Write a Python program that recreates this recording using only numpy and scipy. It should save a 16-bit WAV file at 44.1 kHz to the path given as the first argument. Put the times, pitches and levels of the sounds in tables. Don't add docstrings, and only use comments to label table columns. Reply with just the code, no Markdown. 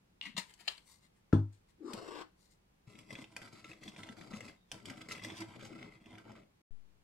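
import sys
import numpy as np
from scipy import signal
from scipy.fft import rfft, irfft
from scipy.io import wavfile

SR = 44100
rng = np.random.default_rng(int(sys.argv[2]) if len(sys.argv) > 2 else 0)


def materialize(psi):
    bounded = np.clip(np.atleast_2d(psi).T, -1, 1)
    quanta = np.round(bounded * 32767).astype(np.int16)
    wavfile.write(sys.argv[1], SR, quanta)


N = 310148
T = np.arange(N) / SR
SHORT = T[:SR // 2]


# (start [s], length [s], push level [dB], scrape level [dB])
STROKES = [(2.86, 0.14, -60.5, -69.5), (3.08, 0.14, -54.5, -63.5), (3.345, 0.12, -54.5, -62.5),
           (3.515, 0.069, -57.5, -63.5), (3.635, .1, -59.5, -64.5), (3.8, 0.14, -56.5, -66.5),
           (3.95, .17, -52.5, -61.5), (4.155, .11, -51.5, -64), (4.295, 0.079, -50, -60),
           (4.415, 0.078, -54.5, -60), (4.712, 0.034, -52.5, -63.5), (4.835, 0.092, -50, -60),
           (4.96, 0.052, -56, -62), (5.07, 0.12, -53, -60.5), (5.205, 0.13, -47.5, -60.5),
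           (5.385, 0.039, -47.5, -55), (5.465, 0.091, -52, -60.5), (5.575, 0.1, -53, -61.5),
           (5.69, 0.17, -51, -63), (5.865, 0.082, -58.5, -65.5), (5.99, .04, -65, -76),
           (6.05, .105, -54.5, -66.5), (6.175, 0.033, -57, -66), (6.24, .065, -51.5, -67.5),
           (6.34, 0.057, -55.5, -68.5)]
# (start [s], stop [s], push level [dB], scrape level [dB])
DRAGS = [(2.87, 4.46, -65, -75), (4.72, 5.92, -59, -70), (6.06, 6.42, -64, -75.5)]


def spatula():
    attack_s, sag_db_per_s = 0.021, 10
    push_release_s, scrape_release_s = 0.039, 0.026
    push, scrape = np.zeros(N), np.zeros(N)
    for start_s, stop_s, push_db, scrape_db in DRAGS:
        push += amp(push_db) * gesture(start_s, stop_s, attack_s, push_release_s)
        scrape += amp(scrape_db) * gesture(start_s, stop_s, attack_s, scrape_release_s)
    for s, length_s, push_db, scrape_db in STROKES:
        stop_s = s + length_s
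        sag = amp(-sag_db_per_s * np.clip(T - s, 0, length_s))
        push = np.maximum(push, amp(push_db) * sag * gesture(s, stop_s, attack_s, push_release_s))
        scrape = np.maximum(scrape, amp(scrape_db) * sag * gesture(s, stop_s, attack_s, scrape_release_s))
    soaked = np.interp(T, [STROKES[0][0], 6.56], [0, 1]) ** 2.1
    grit = scrape * amp(-3.5 - 9.5 * soaked)
    return push, scrape, grit


# (frequency [Hz], level [dB])
PUSH_SPECTRUM = [(35, -61.5), (60, -29.5), (108, 3.5), (151, -3.5), (233, 1.5), (283, -10.5), (322, 3.5),
                 (355, -12), (413, -4.5), (460, -16), (710, -12.5), (800, -22.5), (1040, -44.5),
                 (1760, -120)]
# (frequency [Hz], level [dB])
SCRAPE_SPECTRUM = [(290, -38.5), (500, -3.5), (719, -8), (868, -7), (1010, 1), (1140, -8.5), (1340, 3),
                   (1760, -21.5), (2060, 6), (2900, -9.5), (3180, -5.5), (6000, -48.5), (7800, -60),
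                   (13200, -120)]
# (frequency [Hz], level [dB])
GRIT_SPECTRUM = [(2400, -23), (3800, -5), (4800, 1), (6200, -8), (8000, -2), (9300, -14), (11000, -9),
                 (13000, -25), (15500, -26)]


def stirring(push, scrape, grit):
    spurts = amp(3.26 * walk(70))
    catches = grains(1100, 3.7) * spurts
    fine = grains(4000, 1.8) * spurts
    rumble = amp(-3) * push * unit(colour(grains(1500, 1.6) * spurts, PUSH_SPECTRUM))
    glugs = amp(-7) * squelch(push, per_s=40, low_hz=149.3, high_hz=373, cycles=2.4, spread_db=9.5)
    rasp = amp(1) * scrape * unit(bowl(colour(catches, SCRAPE_SPECTRUM)))
    pops = squelch(scrape, per_s=180, low_hz=1137, high_hz=3880, cycles=2.34, spread_db=13)
    fizz = amp(2) * grit * unit(bowl(colour(unit(catches) + 0.98 * unit(fine), GRIT_SPECTRUM)))
    hard_push = push * np.sqrt(push / amp(-51.5))
    plops = amp(-4) * squelch(hard_push, per_s=90, low_hz=449, high_hz=1098, cycles=2.26, spread_db=9)
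    return rumble + glugs + plops, rasp + amp(-2) * bowl(pops) + fizz


def squelch(level, per_s, low_hz, high_hz, cycles, spread_db):
    out = np.zeros(N)
    for when, pitch, strength, length in rng.random((int(per_s * N / SR), 4)):
        s = when * N / SR
        drive = level[int(s * SR)]
        if drive > 0:
            hz = low_hz * (high_hz / low_hz) ** pitch
            pocket = bubble(hz, cycles * (0.5 + length), rise=0.13, size=SR // 10)
            add(out, s, pocket, 20 * np.log10(drive) + spread_db * strength ** 2)
    return out


def bubble(hz, cycles, rise, size=len(SHORT)):
    age = SHORT[:size] * hz / cycles
    glide = 1 + rise * (1 - np.exp(-age))
    return np.sin(2 * np.pi * hz * np.cumsum(glide) / SR) * np.exp(-age)


# (time [s], level [dB], pitch [Hz], relative treble [dB])
SMACKS = [(2.9531, -49, 2150, -19), (2.9886, -45, 2200, -6), (3.1061, -37.5, 2100, -10),
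          (3.1531, -37.5, 2270, -31), (3.1887, -41.5, 2120, -16), (3.242, -42, 2620, -26),
          (3.3645, -30.5, 2450, -7.5), (3.4171, -40, 2080, -19), (3.644, -39.5, 2140, -32),
          (3.715, -41.5, 2540, -19), (3.8334, -42, 2070, -14), (3.879, -38.5, 3420, -22),
          (3.963, -40, 2300, -30), (4.0326, -39.5, 2080, -28), (4.089, -39.5, 1920, -30),
          (4.2126, -41.5, 2230, -35), (4.3365, -38.5, 2040, -20), (4.4064, -36, 2090, -10),
          (4.7161, -27.5, 3080, -4), (4.8556, -34, 3220, -1.5), (4.8995, -35, 2050, -6),
          (5.0158, -38.5, 3200, -4.5), (5.0873, -36, 2090, -2), (5.1108, -32, 2100, -29),
          (5.2474, -32, 2010, -7), (5.3004, -38.5, 2090, -30), (5.4051, -38, 2000, 2),
          (5.4211, -34.5, 2070, -16), (5.8277, -38.5, 2160, -24), (6.0591, -48, 2790, -13.5),
          (6.182, -44, 2180, -11.5), (6.3175, -47, 2070, -9.5)]
# (frequency [Hz], level [dB])
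TEAR_SPECTRUM = [(200, -26.5), (500, 10), (1000, -8), (2200, 5), (3400, 6), (4500, -8), (6500, -4.5),
                 (9000, -19), (15000, -35)]


def smacks(scrape):
    out = np.zeros(N)
    for s, db, hz, treble_db in SMACKS + lesser_smacks(scrape):
        tear = crack(0.0053, share=0.39)
        film = unit(colour(tear, TEAR_SPECTRUM))
        pocket = 1.01 * unit(bubble(hz, cycles=5.9, rise=0.023))
        treble = amp(treble_db + 5.5) * unit(colour(tear, GRIT_SPECTRUM))
        add(out, s, bowl(film + pocket + treble), db)
    return out


def lesser_smacks(scrape, per_s=13, over_scrape_db=18, scatter_db=2.5, scatter_octaves=0.2):
    rows = []
    for when, strength, pitch in rng.uniform(-1, 1, (int(per_s * N / SR), 3)):
        i = int(abs(when) * (N - 1))
        if scrape[i] > 0:
            db = 20 * np.log10(scrape[i]) + over_scrape_db + scatter_db * strength
            rows.append((i / SR, db, 2206 * 2 ** (scatter_octaves * pitch), -17))
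    return rows


# (time [s], level [dB], half length [s])
SQUISHES = [(3.839, -53, 0.007), (3.886, -51, 0.007), (4.368, -58.5, .016), (4.742, -58.5, 0.018),
            (5.12, -42.5, 0.009), (5.244, -47, 0.013), (5.374, -49, 0.016), (5.652, -54.5, 0.018)]
# (frequency [Hz], level [dB])
SQUISH_SPECTRUM = [(600, -10), (1500, -5), (2200, -1.5), (3500, -2.5), (5000, -1), (8000, -5.5),
                   (11000, -14), (15000, -26)]


def squishes():
    squeeze = sum(amp(db) * np.exp(-np.abs((T - s) / half_s) ** 0.98) for s, db, half_s in SQUISHES)
    bursts = grains(3000, 2.2) * amp(3.6 * walk(300))
    return squeeze * unit(bowl(colour(bursts, SQUISH_SPECTRUM)))


# (frequency [Hz], width [Hz], level [dB])
BOWL_RESONANCES = [(994, 113, -2), (1333, 14, -1), (1568, 28, 4.5), (2008, 60, -3.5), (2640, 180, -5),
                   (3410, 210, -4), (7940, 200, -13)]


def bowl(x):
    return x + sum(amp(db) * band(x, hz, width) for hz, width, db in BOWL_RESONANCES)


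# (time [s], level [dB])
TAPS = [(3.153, -71), (3.365, -61), (3.65, -55.5), (3.991, -54), (4.09, -56.5), (4.449, -66),
        (4.716, -53.5), (5.11, -49), (5.412, -61)]
# (frequency [Hz], level [dB], t60 [s])
BOWL_MODES = [(1333, -3.5, 0.2), (2060, -11.5, 0.2)]


def taps():
    out = np.zeros(N)
    for s, db in TAPS:
        add(out, s, above(ring(BOWL_MODES), 900), db)
    return out


def squeak():
    whistle = band(band(rng.standard_normal(N), 3700, 140), 3700, 140)
    return amp(-76) * swell(4.603, 0.031) * unit(whistle)


# (time [s], relative level [dB], pitch [Hz])
BUMPS = [(0.347, -44, 182), (0.378, -36.5, 189), (1.937, -33.5, 215), (1.972, -45, 115),
         (2.874, -45, 129.4), (3.186, -43.5, 264), (3.878, -42.5, 210), (4.096, -39.5, 236),
         (4.334, -34.5, 217), (4.894, -40, 274), (5.415, -44, 328), (5.715, -43.5, 322),
         (6.261, -46.5, 303)]


def bumps():
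    out = np.zeros(N)
    for s, db, hz in BUMPS:
        add(out, s, np.sin(2 * np.pi * hz * SHORT) * SHORT * np.exp(-SHORT / 0.0057), db - 4.5)
    return out


# (time [s], level [dB], pitch [Hz], relative ring level [dB], chatter decay [s], treble [dB])
SNAPS = [(0.2123, -28, 2920, 13.5, 0.00028, -2), (0.223, -40.5, 2780, 4, 0.045, 2.5),
         (.254, -39, 2200, 2.5, 0.019, 5.5), (.366, -33.5, 3500, -32, 0.02, -0.5),
         (.3775, -27, 1920, -6.5, 0.013, 9.5), (.383, -35.5, 990, -15, 0.0049, 18),
         (.538, -48, 4540, -3, 0.0052, 17.5), (.594, -58, 2080, 2, 0.012, -18),
         (.678, -25, 2980, -4, 0.0056, 2), (.683, -29.5, 4000, -5.5, 0.0017, -23),
         (.779, -44.5, 3030, -32, 0.0033, -2), (1.526, -61.5, 7000, -15, 0.035, 15),
         (1.9332, -31, 2960, -37, 0.0041, 8.5)]
# (frequency [Hz], level [dB])
JAR_SPECTRUM = [(200, -24.5), (350, -15), (650, -18.5), (950, -10), (1400, -11.5), (2070, -7), (3000, -8.5),
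                (4100, -10), (6400, -22.5), (8000, -20.5), (10500, -30.5), (15500, -42)]
# (time [s], half length [s], rustle level [dB], hiss level [dB])
RUBS = [(.51, .03, -61.5, -69.5), (.61, 0.027, -63.5, -70), (.69, 0.037, -54.5, -65),
        (.77, 0.026, -69, -72), (.91, 0.054, -67.5, -64), (1.045, 0.027, -74, -77.5),
        (1.17, .025, -78, -80.5), (1.7, 0.018, -73.5, -77), (2.43, 0.045, -79.5, -73.5),
        (2.52, 0.027, -78.5, -75)]


def jar_lid():
    out = np.zeros(N)
    for s, db, hz, ring_db, chatter_s, treble_db in SNAPS:
        snap = colour(crack(chatter_s, share=0.38), JAR_SPECTRUM)
        ringing = amp(ring_db + 11.5) * band(snap, hz, 460)
        add(out, s, colour(snap, [(3500, 0), (6500, treble_db)]) + ringing, db)
    skin = colour(grains(2500, 3.2) * amp(3.2 * walk(46)), JAR_SPECTRUM)
    rustle = unit(skin + 1.1 * band(skin, 2070, 60))
    hiss = unit(above(skin, 7200))
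    for s, half_s, rustle_db, hiss_db in RUBS:
        out += swell(s, half_s) * (amp(rustle_db) * rustle + amp(hiss_db) * hiss)
    return out


def groan():
    drag = unit(band(band(grains(900, 1.9), 210, 45), 195, 90))
    return amp(-60) * swell(0.275, 0.033) * drag


# (time [s], level [dB], contact time [s])
BLOWS = [(1.3314, -25.5, .0016), (1.333, -11.5, 0.0023), (1.3375, -13, 0.0028), (1.3542, -23, 0.0026),
         (1.3928, -31.5, 0.0037)]
# (frequency [Hz], level [dB], t60 [s])
TABLE_MODES = [(64, -24, 0.32), (102, 2, 0.3), (149, -6.5, .15), (199, -10, .13), (263.5, -8, 0.24),
               (317, 8, 0.22), (380, -14, 0.24), (470, -18, 0.2), (550, -15, 0.24)]


def table_thud():
    force = np.zeros(N)
    for s, db, contact_s in BLOWS:
        contact = swell(s, contact_s / 2.5)
        force += amp(db) * contact / contact.sum()
    return above(signal.fftconvolve(force, ring(TABLE_MODES))[:N], 96)


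def table_top(thud, grip_s=1.47, fade_s=0.19):
    held = thud * np.exp(-np.maximum(T - grip_s, 0) / fade_s)
    side = 0.35 * band(held, 370, 190) * np.array([[1], [-1]])
    return place(held, left_db=2, near_db=-16.5, room_db=-17.5) + side


# (frequency [Hz], level [dB], t60 [s])
BASE_MODES = [(290, 3.5, 0.0085), (683, -14.5, .09), (859, -12.5, 0.11), (1040, -7.5, 0.098),
              (1340, 0.5, 0.067), (1681, -12.5, .06)]


def jar_clack(edge_s=1.3277):
    base = colour(ring(BASE_MODES),
                  [(120, -8), (300, 3), (1800, 0), (3500, -11.5), (8000, -24), (14000, -38)])
    rattle = colour(crack(0.027, share=0.6), [(200, -4.5), (550, 3.5), (1100, 3), (2000, -14.5),
                                              (5000, -21.5), (8500, -26), (14000, -52.5)])
    out = np.zeros(N)
    add(out, edge_s, -base, db=-29)
    add(out, edge_s, rattle, db=-32)
    return out


# (frequency [Hz], level [dB])
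SLOW_RUB_SPECTRUM = [(300, -9), (500, 0), (620, -2.5), (800, 0.5), (1150, 0), (1600, -8.5), (2200, -22.5),
                     (4500, -23), (8000, -59)]
# (frequency [Hz], level [dB])
FAST_RUB_SPECTRUM = [(400, -16.5), (800, -4.5), (1400, 2), (2100, -4.5), (2450, -10), (2780, -4.5),
                     (3100, -7), (4500, -11.5), (8000, -37.5)]
# (frequency [Hz], level [dB])
HISS_SPECTRUM = [(2000, -24), (3600, 5.5), (5200, 1), (6300, -12), (8100, -1), (9600, -21.5), (11500, -14),
                 (15000, -43)]


def slide(start_s=1.772, free_s=1.813, stop_s=2.2185, attack_s=0.12, release_s=0.012):
    speed = np.interp(T, [free_s, stop_s], [0, 1])
    dragging = gesture(start_s, stop_s, attack_s, release_s) * amp(2 * walk(35))
    gliding = gesture(free_s, stop_s, attack_s, release_s)
    slips = grains(3000, 2.5) * amp(2.2 * walk(110))
    wood = band(band(slips, 322, 52), 320, 340) + 0.067 * band(slips, 440, 124)
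    bright_share = 0.78 * speed ** 1.8
    dull = np.sqrt(1 - bright_share) * unit(colour(slips, SLOW_RUB_SPECTRUM))
    bright = np.sqrt(bright_share) * unit(colour(slips, FAST_RUB_SPECTRUM))
    judder = amp(-49 - 5 * speed) * unit(wood)
    rub = amp(-58 + 7.5 * speed) * (dull + bright)
    hiss = amp(-62 - 4 * speed) * unit(colour(slips, HISS_SPECTRUM))
    return dragging * judder + gliding * (rub + hiss)


def place(x, left_db, near_db, room_db):
    direct = colour(x, [(300, 0.5), (700, -4), (2400, -0.5), (7000, -6)])
    sides = []
    for side in (1, -1):
        pose = 2 * np.pi * 1.4 * T + walk(5)
        echoes = np.cos(pose) * reflections(x, near_db, room_db)
        echoes += np.sin(pose) * reflections(x, near_db, room_db)
        sides.append(amp(side * left_db / 2) * (direct + echoes))
    return np.array(sides)


# (frequency [Hz], level [dB])
ECHO_SPECTRUM = [(120, -14), (330, -2), (650, 3), (1400, 1), (2400, -2), (4400, 3.5), (7000, 1.5),
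                 (15000, 1)]


def reflections(x, near_db, room_db):
    near = unit(rng.standard_normal(len(SHORT)) * np.exp(-SHORT / 0.0026) * (SHORT > 0.0003))
    tail = unit(rng.standard_normal(len(SHORT)) * np.exp(-SHORT / 0.035) * (SHORT > 0.007))
    tail = colour(tail, [(500, 0.5), (3000, -1.5), (8000, -4), (15000, -3.5)])
    echoes = colour(amp(near_db) * near + amp(room_db) * tail, ECHO_SPECTRUM) / np.sqrt(len(SHORT))
    return signal.fftconvolve(x, echoes)[:N]


# (frequency [Hz], level [dB])
ROOM_SPECTRUM = [(15, -36.5), (25, -1), (152, -7), (188, -1.5), (240, -11.5), (322, -13), (359, -13.5),
                 (703, -22), (871, -20.5), (1110, -23.5), (1850, -26.5), (2300, -26.5), (15500, -41.5)]


def room_tone():
    mid, side = (unit(colour(rng.standard_normal(N), ROOM_SPECTRUM)) for _ in range(2))
    return amp(-72.5) * (mid + 1.3 * above(side, 360) * np.array([[1], [-1]]))


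def gesture(start_s, stop_s, attack_s, release_s):
    rise = np.sin(np.pi / 2 * np.clip((T - start_s) / attack_s, 0, 1)) ** 2
    release = np.exp(-np.clip((T - stop_s) / release_s, 0, 20))
    return rise * release * (T < stop_s + 10 * release_s)


def swell(middle_s, half_s):
    return np.exp(-((T - middle_s) / half_s) ** 2)


def walk(per_s):
    knots = rng.standard_normal(N // 20)
    return np.interp(T * per_s, np.arange(len(knots)), knots)


def grains(per_s, spread_db, size=N):
    hit = rng.random(size) < per_s / SR
    strength = amp(spread_db * np.minimum(rng.exponential(size=size), 4))
    return hit * strength * rng.choice([-1, 1], size)


def crack(chatter_s, share):
    x = share * grains(5000, 3.1, size=len(SHORT)) * np.exp(-SHORT / chatter_s)
    x[0] += 1
    return x


def ring(modes):
    return sum(amp(db) * np.cos(2 * np.pi * hz * SHORT) * np.exp(-np.log(1000) * SHORT / t60)
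               for hz, db, t60 in modes)


def colour(x, points):
    size = 8192
    hz, db = np.transpose(points)
    bins_hz = np.maximum(np.fft.rfftfreq(size, 1 / SR), 1)
    gain = amp(np.interp(np.log(bins_hz), np.log(hz), db))
    cepstrum = irfft(np.log(gain))
    cepstrum[1:size // 2] *= 2
    cepstrum[size // 2 + 1:] = 0
    return signal.fftconvolve(x, irfft(np.exp(rfft(cepstrum))))[:len(x)]


def band(x, hz, width_hz):
    return signal.lfilter(*signal.iirpeak(hz, hz / width_hz, fs=SR), x)


def above(x, hz):
    return signal.sosfilt(signal.butter(2, hz, "high", fs=SR, output="sos"), x)


def add(track, s, sound, db):
    i = int(s * SR)
    track[i:i + len(sound)] += (amp(db) * sound / np.abs(sound).max())[:N - i]


def amp(db):
    return 10 ** (np.asarray(db) / 20)


def unit(x):
    return x / np.sqrt(np.mean(x ** 2))


def scene():
    push, scrape, grit = spatula()
    rumble, scraping = stirring(push, scrape, grit)
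    clack = jar_clack()
    in_bowl = scraping + smacks(scrape) + squishes() + taps() + squeak()
    return (place(amp(-1.5) * jar_lid() + groan(), left_db=6.6, near_db=1.5, room_db=-4.5)
            + table_top(table_thud())
            + place(clack, left_db=6, near_db=-0.5, room_db=-8.5)
            + place(slide(), left_db=3.7, near_db=1.9, room_db=-7.5)
            + place(rumble + bumps(), left_db=3.7, near_db=-3.6, room_db=-5.5)
            + place(in_bowl, left_db=1, near_db=-2.5, room_db=-7)
            + room_tone())


def record(dry):
    drop_s, return_s, top_hz = 6.618, 6.708, 15750
    live = (T < drop_s) | (T > return_s)
    since = np.maximum(T - return_s, 0)
    bump = amp(-37.5) * (np.exp(-since / 0.0031) - np.exp(-since / 0.076)) * np.array([[1], [0]])
    low_pass = signal.ellip(10, 0.1, 80, top_hz, fs=SR, output="sos")
    return signal.sosfilt(low_pass, dry * live + bump)


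dry = scene()
out = record(dry)
materialize(out)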